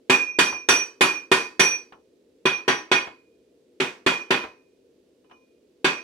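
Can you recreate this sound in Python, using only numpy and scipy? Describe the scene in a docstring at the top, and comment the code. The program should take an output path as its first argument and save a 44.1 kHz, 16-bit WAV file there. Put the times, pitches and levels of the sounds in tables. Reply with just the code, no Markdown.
"""A workshop bench in a small, cluttered room, where a rubber mallet drives a steel gear and its bearing
into an aluminium gearbox case. Each impact excites damped modes: bench and case thump, loose parts
clank, and the gear rings like a bell, two close modes beating. The parts settle with a few light
knocks. Behind them a fan gives a rush of air and a motor hum."""
import sys
import numpy as np
from scipy import signal
from scipy.io import wavfile

SR = 44100
rng = np.random.default_rng(int(sys.argv[2]) if len(sys.argv) > 2 else 0)


def to_wav(sig):
    """Store sig (one row per channel, or 1-D mono) as 16-bit WAV at the path in sys.argv[1].

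    Samples outside -1..1 are clipped; the rate is SR.
    """
    pcm = np.clip(np.atleast_2d(sig), -1, 1) * 32767
    pcm = np.round(pcm).astype(np.int16)
    wavfile.write(sys.argv[1], SR, pcm.T)  # frames by channels


N = 265923

# mallet blows: (time [s], spot, force [dB], contact hardness [dB], gear note [dB], free ringing [s])
BLOWS = [(0.0966, "hub", -1, -3, -12.5, 0.75), (0.3869, "hub", 1.64, -1.5, -18.5, .22),
         (0.6866, "hub", 2, 7.5, -16.5, 0.14), (1.008, "hub", 2, -4.5, -17, 0.19),
         (1.315, "hub", -0.36, -6.5, -21, 0.13), (1.5942, "hub", 0.5, 9, -14, .16),
         (2.454, "right rim", -3, -0.5, -18.5, 0.12), (2.6787, "right rim", 0, -1, -33.5, 0.11),
         (2.9147, "right rim", 1.55, -1.5, -16.5, 0.076), (3.8004, "left rim", -9.5, 4, -29, 0.069),
         (4.0626, "left rim", -2, 0, -21, 0.16), (4.305, "left rim", -3, -3.5, -26.5, 0.13),
         (5.8441, "front rim", -1.5, -0.5, -26, 0.15)]
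# excitation by striking point, spot: (bench boom [dB], case thud [dB], bearing [dB], gear overtones [dB])
SPOTS = {"hub": (-27, -18, -32, -25.5), "right rim": (-28.5, -16.5, -42.5, -28.5),
         "left rim": (-24, -20.5, -40.5, -36.5), "front rim": (-26.5, -22, -39, -35)}
# loose parts settling: (time [s], knock level [dB], ring of the gears [dB])
SETTLING_KNOCKS = [(.525, -34.5, -42), (1.922, -44.5, -65), (3.07, -39.5, -50.5), (4.437, -34, -47.5),
                   (5.242, -68, -71), (5.296, -62, -64.5), (5.311, -50, -54)]
# normal modes: (frequency [Hz], level [dB], decay time T60 [s])
GEAR_NOTE_MODES = [(2448, 0, .68), (2462, -7, .7)]   # the gear bending as a disc
GEAR_OVERTONE_MODES = [(5864, 0, .66), (10188, -14, .38)]   # the same with more nodal lines
BENCH_MODES = [(144, -8.5, 0.23), (166, -6, 0.21), (207.7, -11, 0.37), (260.1, 0.5, 0.19),
               (268, -3.5, 0.095), (319, -3.5, 0.13)]   # bench top
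THUD_MODES = [(365, -4.5, 0.082), (381.6, 6, 0.18), (440, -0.5, 0.029), (472, -14, .18), (425, 5, 0.015)]   # case on the bench
WALL_MODES = [(818, -18.5, 0.31), (952, -18.5, 0.33), (1011, -14.5, 0.35), (1146, -16, .33),
              (1447, -13.5, 0.28), (1613, -15, 0.3), (1742, -19, 0.3), (1844, -13, 0.31), (1940, -17, 0.16),
              (2197, -13, 0.32), (2530, -11.5, 0.36), (2800, -20, 0.26), (3020, -20, 0.33),
              (3295, -16, .28), (3358, -16.5, 0.26), (3583, -17, 0.2), (4210, -21, 0.15), (4590, -20, 0.26),
              (6770, -27.5, 0.23), (7970, -26, 0.13)]   # case walls, each row a cluster of close modes
BEARING_MODES = [(4625, -1, .36), (4680, -3, .36), (6724, -8, .22), (7510, -11, .26), (8425, -11, .2),
                 (9259, -13, .3), (9668, -5, .28), (11160, -16, .3), (12166, -22, .3), (12538, -22, .3),
                 (14906, -27, .33)]   # races of the ball bearing
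PINION_MODES = [(1028, -1, .3), (2980, -4, .22)]   # small loose gear
# dense modal spectra: (frequency [Hz], relative spectral density [dB], decay time T60 [s])
CLANK_SPECTRUM = [(40.57, -18, 0.32), (101, -13.5, 0.3), (158, -8, 0.16), (360, 2.5, 0.48),
                  (680, -2.5, 0.32), (940, 2.5, 0.33), (1900, 1.5, 0.33), (3140, 1, 0.25),
                  (4815, -10, 0.37), (7840, -12.5, .31), (11360, -26, 0.29), (14000, -27.5, 0.41),
                  (16000, -37, .33)]   # metal parts in the room
KNOCK_SPECTRUM = [(61.2, -11, .25), (361, -4.5, 0.19), (650, -1, 0.23), (1050, 4.5, 0.2), (1900, -6, 0.12),
                  (3000, -6.5, 0.087), (4900, -30.5, .15), (15000, -43, 0.077)]   # a light knock
# fan airflow: (frequency [Hz], relative spectral density [dB])
AIR_SPECTRUM = [(25, -38), (70, -16.5), (120, -22), (190, -13.5), (270, -6), (470, -1.5), (660, -25.5),
                (1200, -33), (2500, -31.5), (4500, -32), (9000, -38.5), (16000, -47)]
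# fan motor: (frequency [Hz], rms level [dB])
MOTOR_HUM = [(263.8, -74), (355.3, -79.5)]
# sound field at two microphones: (frequency [Hz], left minus right [dB], correlation [-])
STEREO_FIELD = [(60, 0, .85), (150, .5, .96), (350, -.5, .88), (700, 1.5, .5), (1400, 0, .2),
                (2100, -2, .2), (2500, -7, .3), (3500, -6, .25), (5200, -1.5, .2), (8000, -4.5, .05),
                (15000, -2, 0)]

BAND_EDGES_HZ = np.geomspace(25, 17000, 27)
BAND_HZ = np.sqrt(BAND_EDGES_HZ[1:] * BAND_EDGES_HZ[:-1])
AGE = np.arange(SR) / SR   # time since an impact [s]
HALF_EACH_SIDE = np.array([[.5], [-.5]])   # splits a difference between left and right


def mallet(bands):
    """Impact excitation: the rubber face pushes the case onto the bench and the steel parts collide."""
    out = np.zeros((2, N))
    for time_s, spot, force_db, hard_db, note_db, free_s in BLOWS:
        boom_db, thud_db, bearing_db, overtone_db = SPOTS[spot]
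        push_db = 0.21 * force_db - 0.3 * hard_db   # rubber cushions the blow; a hard contact pushes less
        boom = from_db(boom_db + push_db) * bench_boom()
        thud = from_db(thud_db + push_db) * case_thud()
        # the clank keeps its plain colour at a bearing level of -34.5 dB and a boom of -26 dB
        treble_db = bearing_db + 34.5 + 0.51 * hard_db   # a harder contact lifts the treble
        bass_db = boom_db + 26 + push_db - force_db   # a blow off the centre rocks the bench
        clank = from_db(force_db - 15) * parts_clank(bands, treble_db, bass_db)
        walls = from_db(force_db - 14) * case_walls()
        bearing = from_db(bearing_db + 0.5) * bearing_ring(force_db)
        add(out, time_s, low_cut(boom + thud) + clank + walls + bearing)
        add(out, time_s, gear_ring(note_db, overtone_db + force_db + hard_db, free_s))
    return out


def gear_ring(note_db, overtone_db, free_s, seating_db_per_s=190, rest_db=-28.5):
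    """Beating: two close disc modes interfere; once the gear seats, damping leaves only a faint ring."""
    note = from_db(note_db) * ring(GEAR_NOTE_MODES, rise_s=.006, swell=.3, swell_hz=22)
    overtones = from_db(overtone_db) * ring(GEAR_OVERTONE_MODES, rise_s=.003, swell=.35, swell_hz=22)
    seated_s = np.maximum(AGE - free_s, 0)
    return (note + overtones) * from_db(np.maximum(-seating_db_per_s * seated_s, rest_db))


def parts_clank(bands, treble_db, bass_db):
    """Broadband excitation: brief metal contacts drive countless modes of the loose parts at once."""
    colour_db = treble_db * at_hz([(3500, 0.14), (7000, 0.91)], BAND_HZ)
    colour_db += bass_db * at_hz([(250, 0.64), (450, 0.56)], BAND_HZ)
    colour_db += rng.standard_normal(len(BAND_HZ))   # no two blows land on the same point
    crack = from_db(3) * rattle()
    return clatter(bands, CLANK_SPECTRUM, rise_s=0.0033, crack=crack, colour_db=colour_db)


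def rattle(gap_s=0.002, contact_t60=0.0054, fade_s=0.0069, count=6):
    """Inelastic rebound: the envelope of a part bouncing in its clearance, weaker at each contact."""
    times_s = np.r_[0, np.cumsum(gap_s * rng.uniform(.4, 1.6, count - 1))]
    contacts = np.zeros(SR)
    contacts[(times_s * SR).astype(int)] = np.exp(-times_s / fade_s)
    decay_per_sample = decay(contact_t60)[1]
    return signal.lfilter([1], [1, -decay_per_sample], contacts + 1e-18)


def case_walls():
    """Interference: each cluster of close wall modes sounds as one strongly fluctuating partial."""
    return ring(WALL_MODES, rise_s=.0025, scatter_db=2.5, swell=1.2, swell_hz=35, detune=.006)


def case_thud(contact_s=0.0004, scatter_db=2.5):
    """Forced response: one smooth pulse from the soft rubber drives all low modes in phase."""
    pulse = AGE * np.exp(-AGE / contact_s)
    response = 0
    for hz, db, t60 in THUD_MODES:
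        strength = from_db(db + scatter_db * rng.standard_normal())
        response += strength * decay(t60) * np.cos(2 * np.pi * hz * AGE)
    return -signal.fftconvolve(response, pulse / pulse.sum())[:SR]


def bench_boom():
    """Free vibration: the struck bench top booms in its low modes."""
    return ring(BENCH_MODES, rise_s=0.0063, scatter_db=3.2, swell=0.14, detune=0.0078)


def low_cut(vibration):
    """Low cut: the boom and thud lose their deepest tones below about 120 Hz."""
    return signal.sosfilt(signal.butter(6, 120, "high", fs=SR, output="sos"), vibration)


def bearing_ring(force_db):
    """Nonlinear excitation: the balls jump under firm blows, so the ring grows faster than the force."""
    return from_db(1.6 * force_db) * ring(BEARING_MODES, rise_s=.003, scatter_db=2, swell=.5)


def settling(bands):
    """Light impacts: the gears drop back against each other with a dull knock and a clink."""
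    out = np.zeros((2, N))
    for time_s, knock_db, ring_db in SETTLING_KNOCKS:
        knock = clatter(bands, KNOCK_SPECTRUM, rise_s=.0015, crack=decay(.035))
        pinion = ring(PINION_MODES, rise_s=.004, scatter_db=1, swell=.8, swell_hz=25)
        note = from_db(-5) * ring(GEAR_NOTE_MODES, rise_s=.0068, scatter_db=.5)
        overtones = from_db(-18) * ring(GEAR_OVERTONE_MODES, rise_s=.005, scatter_db=.5)
        add(out, time_s, from_db(knock_db) * knock + from_db(ring_db) * (pinion + note + overtones))
    return out


def fan(bands, air_db=-60.5):
    """Flow noise and tones: a steady low rush of air with a faint hiss and motor hum."""
    air = sum(gain * band[:, ::-1] for gain, band in zip(band_gains(AIR_SPECTRUM), bands))
    t = np.arange(N) / SR
    hum = sum(np.sqrt(2) * from_db(db) * np.sin(2 * np.pi * hz * t) for hz, db in MOTOR_HUM)
    return from_db(air_db) * air + hum


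def ring(modes, rise_s, scatter_db=0, swell=0, swell_hz=12, detune=0):
    """Modal superposition: a struck body sounds as a sum of damped sinusoids."""
    out = 0
    for hz, db, t60 in modes:
        phase_gap = np.arccos(correlation(hz))   # short waves reach the microphones out of step
        phase = rng.uniform(0, 2 * np.pi) + phase_gap * HALF_EACH_SIDE
        strength = from_db(db + scatter_db * rng.standard_normal())
        pitch_hz = hz * (1 + detune * rng.standard_normal())   # grip and seating shift the pitch
        reflections = 1 + swell * wander(swell_hz) if swell else 1
        mode = decay(t60) * np.exp(1j * (2 * np.pi * pitch_hz * AGE + phase))
        out += strength * stereo_gains(hz) * (reflections * mode).imag
    return out * (1 - np.exp(-AGE / rise_s))


def clatter(bands, spectrum, rise_s, crack, colour_db=0):
    """Modal overlap: dense modes merge into noise, a crack and then a tail that dies band by band."""
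    out, start = 0, rng.integers(N - SR)
    for band, hz, gain in zip(bands, BAND_HZ, band_gains(spectrum) * from_db(colour_db)):
        envelope = crack + decay(at_hz(spectrum, hz, column=2))
        out += gain * envelope * band[:, start:start + SR]
    return out * (1 - np.exp(-AGE / rise_s))


def wander(corner_hz):
    """Random modulation: amplitude and phase drift separately at each microphone, at about unit power."""
    pole = np.exp(-2 * np.pi * corner_hz / 1000)   # 1000 steps per second
    steps = rng.standard_normal((2, 1500)) + 1j * rng.standard_normal((2, 1500))
    drift = signal.lfilter([1], [1, -2 * pole, pole * pole], steps)[:, 500:]
    return np.array([np.interp(AGE, np.linspace(0, 1, len(row)), row / row.std()) for row in drift])


def noise_bands():
    """Spatial coherence: narrow bands of stereo noise, alike in both channels where waves are long."""
    white, bands = rng.standard_normal((2, 2, N)), []
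    for k, hz in enumerate(BAND_HZ):
        bandpass = signal.butter(3, BAND_EDGES_HZ[k:k + 2], "band", fs=SR, output="sos")
        mid, side = signal.sosfilt(bandpass, white[k % 2])
        alike = correlation(hz)
        band = np.sqrt(1 + alike) * mid + np.sqrt(1 - alike) * side * np.array([[1], [-1]])
        bands.append(band / band.std() * stereo_gains(hz))
    return bands


def band_gains(spectrum):
    """Band power is density times bandwidth; the gains give a total power of 1."""
    gains = from_db(at_hz(spectrum, BAND_HZ)) * np.sqrt(np.diff(BAND_EDGES_HZ))
    return gains / np.linalg.norm(gains)


def stereo_gains(hz):
    """Level difference between the microphones, as left and right gains."""
    return from_db(at_hz(STEREO_FIELD, hz) * HALF_EACH_SIDE)


def correlation(hz):
    """Correlation of the pressures at the two microphones."""
    return np.clip(at_hz(STEREO_FIELD, hz, column=2), -1, 1)


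def decay(t60):
    """Exponential damping: 60 dB in t60 seconds."""
    return np.exp(-np.log(1000) * AGE / t60)


def at_hz(table, hz, column=1):
    """Interpolation of one column on a log-frequency axis."""
    table = np.array(table)
    return np.interp(np.log(hz), np.log(table[:, 0]), table[:, column])


def from_db(db):
    """Amplitude ratio of a level in decibels."""
    return 10 ** (np.asarray(db) / 20)


def add(out, time_s, sound):
    """Superposition of a sound from time_s onward."""
    start = round(time_s * SR)
    out[:, start:start + sound.shape[1]] += sound[:, :N - start]


def scene():
    """Linear superposition: the pressures of blows, settling parts and fan add."""
    bands = noise_bands()
    return mallet(bands) + settling(bands) + fan(bands)


def record(dry):
    """Soft saturation rounds only the highest peaks; a low-pass filter limits the bandwidth."""
    rounded = dry / (1 + dry ** 8) ** (1 / 8)
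    lowpass = signal.ellip(10, .1, 80, 15800, fs=SR, output="sos")
    return signal.sosfilt(lowpass, rounded)


dry = scene()
out = record(dry)
to_wav(out)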